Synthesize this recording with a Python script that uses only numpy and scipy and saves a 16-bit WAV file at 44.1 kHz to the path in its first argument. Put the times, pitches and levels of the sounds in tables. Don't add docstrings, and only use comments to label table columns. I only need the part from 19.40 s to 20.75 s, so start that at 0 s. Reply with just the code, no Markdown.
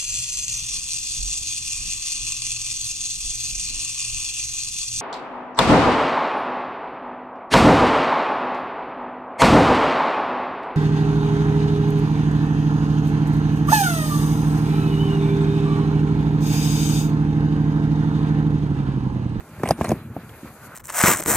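import sys
import numpy as np
from scipy import signal
from scipy.fft import rfft, irfft
from scipy.io import wavfile

SR = 44100
rng = np.random.default_rng(int(sys.argv[2]) if len(sys.argv) > 2 else 0)


def unload_wav(signal):
    wavfile.write(
        sys.argv[1],
        SR,
        np.round(np.clip(np.atleast_2d(signal).T, -1, 1) * 32767).astype(np.int16),
    )


def nominal_scale(level):
    x = np.asarray(level, float) / 20
    return 10 ** x


N = 59535


def rms_one(x):
    return x / np.sqrt(np.mean(x ** 2) + 1e-20)


def in_time(rows):
    s, db = np.transpose(rows)
    return nominal_scale(np.interp(np.arange(N) / SR, s, db))


def at_hz(points, hz):
    p = np.array(points, float)
    return np.interp(np.log(hz + 1), np.log(p[:, 0] + 1), p[:, 1])


def drift(rate_hz):
    r = np.exp(-2 * np.pi * rate_hz / SR)
    wander = signal.lfilter([1], [1, -2 * r, r * r], rng.standard_normal(N + SR))
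    return rms_one(wander[SR:])


def ring(x, hz, t60):
    r, w = nominal_scale(-60 / (t60 * SR)), 2 * np.pi * hz / SR
    return signal.lfilter([0, np.sin(w)], [1, -2 * r * np.cos(w), r * r], x + 1e-18)


def body(x, modes):
    return sum(nominal_scale(db) * ring(x, hz, t60) for hz, db, t60 in modes)


def dying(s, db, t60):
    kicks = np.zeros(N)
    np.add.at(kicks, (np.asarray(s) * SR).astype(int), nominal_scale(np.asarray(db)))
    return signal.lfilter([1], [1, -nominal_scale(-60 / (t60 * SR))], kicks)


def grains(per_s, spread_db):
    sizes = nominal_scale(spread_db * np.minimum(rng.exponential(1, N), 4)) * rng.choice([-1, 1], N)
    return sizes * (rng.random(N) < per_s / SR)


# (frequency [Hz], likeness [0 to 1])
LEFT_RIGHT_LIKENESS = [(60, .95), (640, 1), (1400, 1), (2500, 0.62), (4000, 0.024), (15000, 0.17)]


def coloured(spectrum, patchy_db):
    hz = np.fft.rfftfreq(N, 1 / SR)
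    p = np.array(spectrum)
    alike = np.clip(at_hz(LEFT_RIGHT_LIKENESS, hz), 0, 1)
    mid, side = rfft(rng.standard_normal((2, N)))
    ears = np.sqrt(1 + alike) * mid + np.sqrt(1 - alike) * side * [[1], [-1]]
    ears = nominal_scale(at_hz(p, hz)) * ears
    together = drift(4.0)
    place = 2 * np.log2(hz + 1)
    total = 0
    for k in range(int(2 * np.log2(p[0, 0])), int(2 * np.log2(p[-1, 0])) + 1):
        flicker = nominal_scale(patchy_db * (0.87 * together + drift(10.3)))
        share = np.sqrt(np.clip(1 - abs(place - k), 0, 1))
        total = total + flicker * irfft(ears * share, N)
    return rms_one(total)


# (time [s], level [dB])
TRAFFIC_LEVEL = [(0, -52), (.07, -54.5), (.2, -45.5), (.6, -48.5), (.9, -49), (1.1, -48), (1.35, -49)]
# (frequency [Hz], level [dB])
ROAD_SPECTRUM = [(30, 3.5), (60, 5.5), (300, -1.5), (600, -3), (1400, -7.5), (2400, -12.5), (3200, -21),
                 (5500, -22.5)]


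def traffic():
    return nominal_scale(3) * in_time(TRAFFIC_LEVEL) * coloured(ROAD_SPECTRUM, patchy_db=2.5)


# (time [s], level [dB])
WHINE_LEVEL = [(.55, -56), (.7, -54.5), (.88, -53.5), (1.0, -71), (1.24, -47), (1.29, -47), (1.35, -43)]


def whine():
    return in_time(WHINE_LEVEL) * rms_one(ring(rng.standard_normal(N), hz=1386, t60=0.0066))


# (time [s], level [dB])
SLEEVE_LEVEL = [(0, -60.5), (.2, -59), (.36, -61), (.5, -56.5), (.72, -61), (.95, -54.5), (1.12, -55),
                (1.2, -53), (1.265, -44.5), (1.29, -57), (1.35, -55)]
# (frequency [Hz], level [dB])
CLOTH_SPECTRUM = [(3000, -52), (4100, -11), (4700, -12), (5300, -18.5), (6200, -7.5), (9600, -9),
                  (13000, -2), (14300, 2), (14600, -65)]


def sleeve():
    return in_time(SLEEVE_LEVEL) * coloured(CLOTH_SPECTRUM, patchy_db=1.6)


# (time [s], level [dB])
RUMBLE_LEVEL = [(0, -44.5), (.1, -48.5), (.21, -41.5), (.3, -28.5), (.37, -41), (.5, -31.5), (.62, -41),
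                (.85, -40), (.97, -57.5), (1.08, -49.5), (1.2, -67), (1.35, -50.5)]
# (frequency [Hz], level [dB], t60 [s])
PANEL_MODES = [(113, -14, 0.039), (168.4, 2.5, 0.075), (224.8, 5, 0.062), (306.5, -4, 0.071),
               (430, -48, 0.035)]


def rumble():
    modes = [(hz, db - 3 * k, .07) for k, (hz, db, _) in enumerate(PANEL_MODES)]
    bumps = body(grains(per_s=250, spread_db=2.5), modes)
    low_pass = signal.butter(2, 450, fs=SR, output="sos")
    return in_time(RUMBLE_LEVEL) * rms_one(signal.sosfilt(low_pass, bumps))


# (time [s], level [dB])
DRAG_LEVEL = [(.19, -57), (.235, -42.5), (.26, -40.5), (.32, -35.5), (.345, -64), (.41, -44.5),
              (.46, -42.5), (.52, -38), (.58, -68)]
# (frequency [Hz], level [dB], t60 [s])
BRACKET_MODES = [(838, 12.5, 0.015), (1046, 6.5, 0.032), (1250, -18, 0.077), (1587, 1, 0.042),
                 (1800, 3, 0.011), (2135, -4, 0.033), (2276, -7, 0.029), (3230, -45, .015)]
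# (frequency [Hz], level [dB per Hz])
CRACK_SPECTRUM = [(1760, 1), (3000, -17), (3710, 2.5), (4530, -4), (6170, 3), (8530, 2.5), (9920, 0),
                  (13300, 1.5), (15500, 2)]
HISS_PATCHY_DB = 2.5


def drag():
    grit = grains(per_s=1400, spread_db=3.1)
    dull = ring(grit, 623, 0.015) + 1.4 * ring(grit, 370, 0.011)
    gritty = 0.79 + rms_one(signal.lfilter([1], [1, -.985], abs(grit)))
    hiss = rms_one(gritty * coloured(CRACK_SPECTRUM, HISS_PATCHY_DB))
    grind = rms_one(body(grit, BRACKET_MODES)) + nominal_scale(3) * rms_one(dull) + nominal_scale(-8.5) * hiss
    return in_time(DRAG_LEVEL) * grind


PIN_HZ, HASP_HZ = 9362, 8323
# (struck [s], gripped [s], pitch [Hz], level [dB], t60 [s])
PIN_RINGS = [(.2550, .275, HASP_HZ, -42, .2), (.2765, .310, PIN_HZ, -40, .6),
             (.3100, .405, PIN_HZ, -48, .4), (.3120, .335, HASP_HZ, -45, .07), (.3120, .33, 5090, -46, .07),
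             (.4500, .468, 4200, -43, .1), (.5800, .68, 4050, -60, .5), (.4585, .506, PIN_HZ, -46, .3),
             (.5060, .6, PIN_HZ, -51, .3)]
GRIP_S = 0.0056


def pins():
    t = np.arange(N) / SR
    out = np.zeros(N)
    for struck, gripped, hz, db, t60 in PIN_RINGS:
        tone = dying([struck], [db], t60) * np.sin(2 * np.pi * hz * (t - struck))
        out += tone * np.exp(-np.maximum(t - gripped, 0) / GRIP_S)
    return out


# (time [s], clatter [dB], crack [dB], clink pitch [Hz], clink [dB])
STEEL_HITS = [(.0050, -39, -56, 2000, -40), (.1655, -46, -66, 2300, -46), (.1975, -39, -66, 1200, -40),
              (.2335, -23, -29, 1800, -27), (.2400, -32, -50, 2300, -35), (.2555, -34, -44, 2200, -27),
              (.2590, -31, -50, 2050, -29), (.2640, -32, -50, 2300, -32), (.2745, -31, -40, 2500, -26),
              (.2925, -30, -38, 2100, -30), (.3990, -42, -52, 3000, -42), (.4050, -42, -46, 8000, -44),
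              (.4130, -27, -40, 1600, -30), (.4180, -32, -50, 2300, -34), (.4470, -29, -36, 1290, -27),
              (.4520, -34, -44, 1300, -33), (.4600, -35, -52, 2000, -37), (.4700, -34, -52, 1300, -34),
              (.7750, -50, -75, 1200, -42), (.7990, -50, -75, 1450, -42), (.9020, -48, -66, 2300, -46),
              (.2884, -28, -24, 6100, -25), (.2886, -40, -40, 4800, -28), (.3079, -19, -20, 4900, -26),
              (.3115, -26, -31, 9740, -25), (.4112, -25, -42, 11400, -38), (.4433, -21, -30, 8640, -28),
              (.4560, -32, -50, 4200, -38), (.4909, -31, -23, 6520, -22), (.5060, -28, -28, 2500, -24),
              (.5168, -24, -26, 4700, -32), (.7655, -44, -75, 950, -40), (.8930, -50, -50, 3400, -43),
              (.8935, -60, -60, 2900, -48)]
CLATTER_T60_S, CRACK_T60_S, CLINK_T60_S = 0.028, .017, 0.012
CONTACT_S = .0004


def clinks():
    s, clatter_db, crack_db, clink_hz, clink_db = np.transpose(STEEL_HITS)
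    short_modes = [(hz, db, .01) for hz, db, _ in BRACKET_MODES]
    clatter = rms_one(body(rng.standard_normal(N), short_modes))

    rings = np.zeros(N)
    for start, hz, db in zip(s, clink_hz, clink_db):
        scrape = dying([start], [db], 0.011) * rng.standard_normal(N) * 0.23
        rings += ring(scrape, hz, CLINK_T60_S * (2400.0 / hz) ** 0.48)

    crack = coloured(CRACK_SPECTRUM, HISS_PATCHY_DB)
    crack = (crack + .5 * crack[::-1]) * .5
    touch = int(CONTACT_S * SR)
    burst = np.convolve(dying(s, crack_db, CRACK_T60_S), np.ones(touch) / touch)[:N]
    return dying(s, clatter_db, CLATTER_T60_S) * clatter + burst * crack + rings


def knock(db, hz, cycles):
    t = np.arange(SR // 10) / SR
    u = t * hz / cycles
    return nominal_scale(db) * u * np.exp(1 - u) * np.sin(2 * np.pi * hz * t)


# (time [s], knock [dB], knock pitch [Hz], boom [dB], push direction [+1 or -1])
PANEL_HITS = [(0.2014, -27.5, 344, -29.5, 1), (.2336, -12.5, 397, -21, -1), (0.2355, -11.5, 960, -17.5, 1),
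              (.2400, -22, 505, -43, 1), (.2640, -28, 646, -35, 1), (.2690, -29, 420, -32, 1),
              (.2780, -27, 500, -25, -1), (0.259, -17, 600, -29, 1), (.2612, -18, 700, -35, -1),
              (.2920, -18, 630, -25, -1), (0.3037, -22, 500, -17.5, -1), (.3084, -4.5, 664, -13.5, 1),
              (.3099, -5.5, 676, -25, 1), (.3140, -23, 595, -26, 1), (.3900, -19.5, 320, -28, -1),
              (0.4111, -15.5, 800, -37, -1), (0.411, -11, 620, -13, -1), (.4150, -22, 705, -38, 1),
              (0.419, -22.5, 354, -19, 1), (0.445, -23, 965, -31, 1), (.4468, -24, 766, -46, -1),
              (0.4946, -15.5, 640, -18, 1), (0.499, -23.5, 447, -28, 1), (.5090, -21, 500, -32, 1),
              (0.5065, -17.5, 460, -24, -1), (.5171, -6.5, 493, -15, 1), (0.5194, -9, 610, -17, -1),
              (0.5263, -18, 400, -25, 1), (.5220, -15, 334, -30, 1), (.7652, -20, 618, -29, 1),
              (0.7644, -20, 270, -28.5, 1), (.7673, -25.5, 650, -38, -1), (.7720, -31, 485, -36, 1)]
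# (time [s], level [dB], pitch [Hz])
LONE_KNOCKS = [(.478, -23, 129), (0.487, -18.5, 114), (.535, -18, 184), (0.566, -29.5, 148),
               (0.612, -29.5, 131), (0.648, -28, 144), (0.668, -29.5, 105), (.697, -28.5, 108),
               (0.708, -37.5, 124), (.787, -30.5, 200), (0.2335, -21, 980), (.2565, -29, 2200),
               (.2585, -32, 2000), (0.2757, -31, 2700), (.2778, -33, 2300), (.3900, -30, 790),
               (0.412, -17.5, 770), (0.414, -25, 1100), (.4440, -29, 2800), (0.45, -34, 2400),
               (0.7671, -27, 300), (1.056, -36.5, 94.5), (.545, -27, 302), (.556, -30, 332),
               (0.126, -36.5, 109), (.175, -31.5, 99), (.275, -29, 81.5), (.965, -42.5, 85),
               (0.777, -33.5, 194), (0.803, -37, 150), (0.902, -36.5, 96), (1.031, -27.5, 243),
               (1.045, -27, 222), (1.1, -37, 118), (1.287, -38, 167)]
BOOM_CONTACT_S = 0.0012


def thuds():
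    out, push = np.zeros(N + SR), np.zeros(N)
    for s, db, hz, boom_db, way in PANEL_HITS:
        i = int(s * SR)
        out[i:i + SR // 10] += np.sign(way) * knock(db, hz, cycles=0.48)
        push[i] = np.sign(way) * nominal_scale(boom_db)
    for s, db, hz in LONE_KNOCKS:
        i = int(s * SR)
        out[i:i + SR // 10] -= knock(db, hz, cycles=0.45)
    soft = np.hanning(int(2 * BOOM_CONTACT_S * SR))
    boom = body(np.convolve(push, soft / soft.sum())[:N], PANEL_MODES)
    return out[:N] + .5 * boom


def scene():
    tone = whine()
    door = thuds() + clinks() + pins() + drag() + rumble()
    around = sleeve() + traffic()
    return door + tone + around


def top_cut(x):
    return signal.sosfilt(signal.butter(12, 15670, fs=SR, output="sos"), x)


# (frequency [Hz], difference [dB])
EAR_LEVELS = [(1200, 0), (2500, -2.5), (5300, -8), (6800, 3), (9000, 7), (11000, 11), (14000, 15)]
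# (frequency [Hz], difference [rad])
EAR_PHASES = [(0, .25), (250, .05), (1000, .1), (1600, .35), (2600, .5), (3800, 2.6), (7400, -1.4),
              (11000, -.6), (15200, -5)]


def record(dry):
    hz = np.fft.rfftfreq(N, 1 / SR)
    side = np.array([[.5], [-.5]])
    phase = np.interp(hz, *np.transpose(EAR_PHASES))
    ports = nominal_scale(side * at_hz(EAR_LEVELS, hz)) * np.exp(1j * side * phase)
    x = irfft(rfft(dry) * ports, N)
    x = signal.sosfilt(signal.cheby2(10, 60, 15500, fs=SR, output="sos"), x)
    x = signal.sosfilt(signal.butter(4, 64.7, "high", fs=SR, output="sos"), x)
    return top_cut(x)


dry = scene()
out = record(dry)
unload_wav(out)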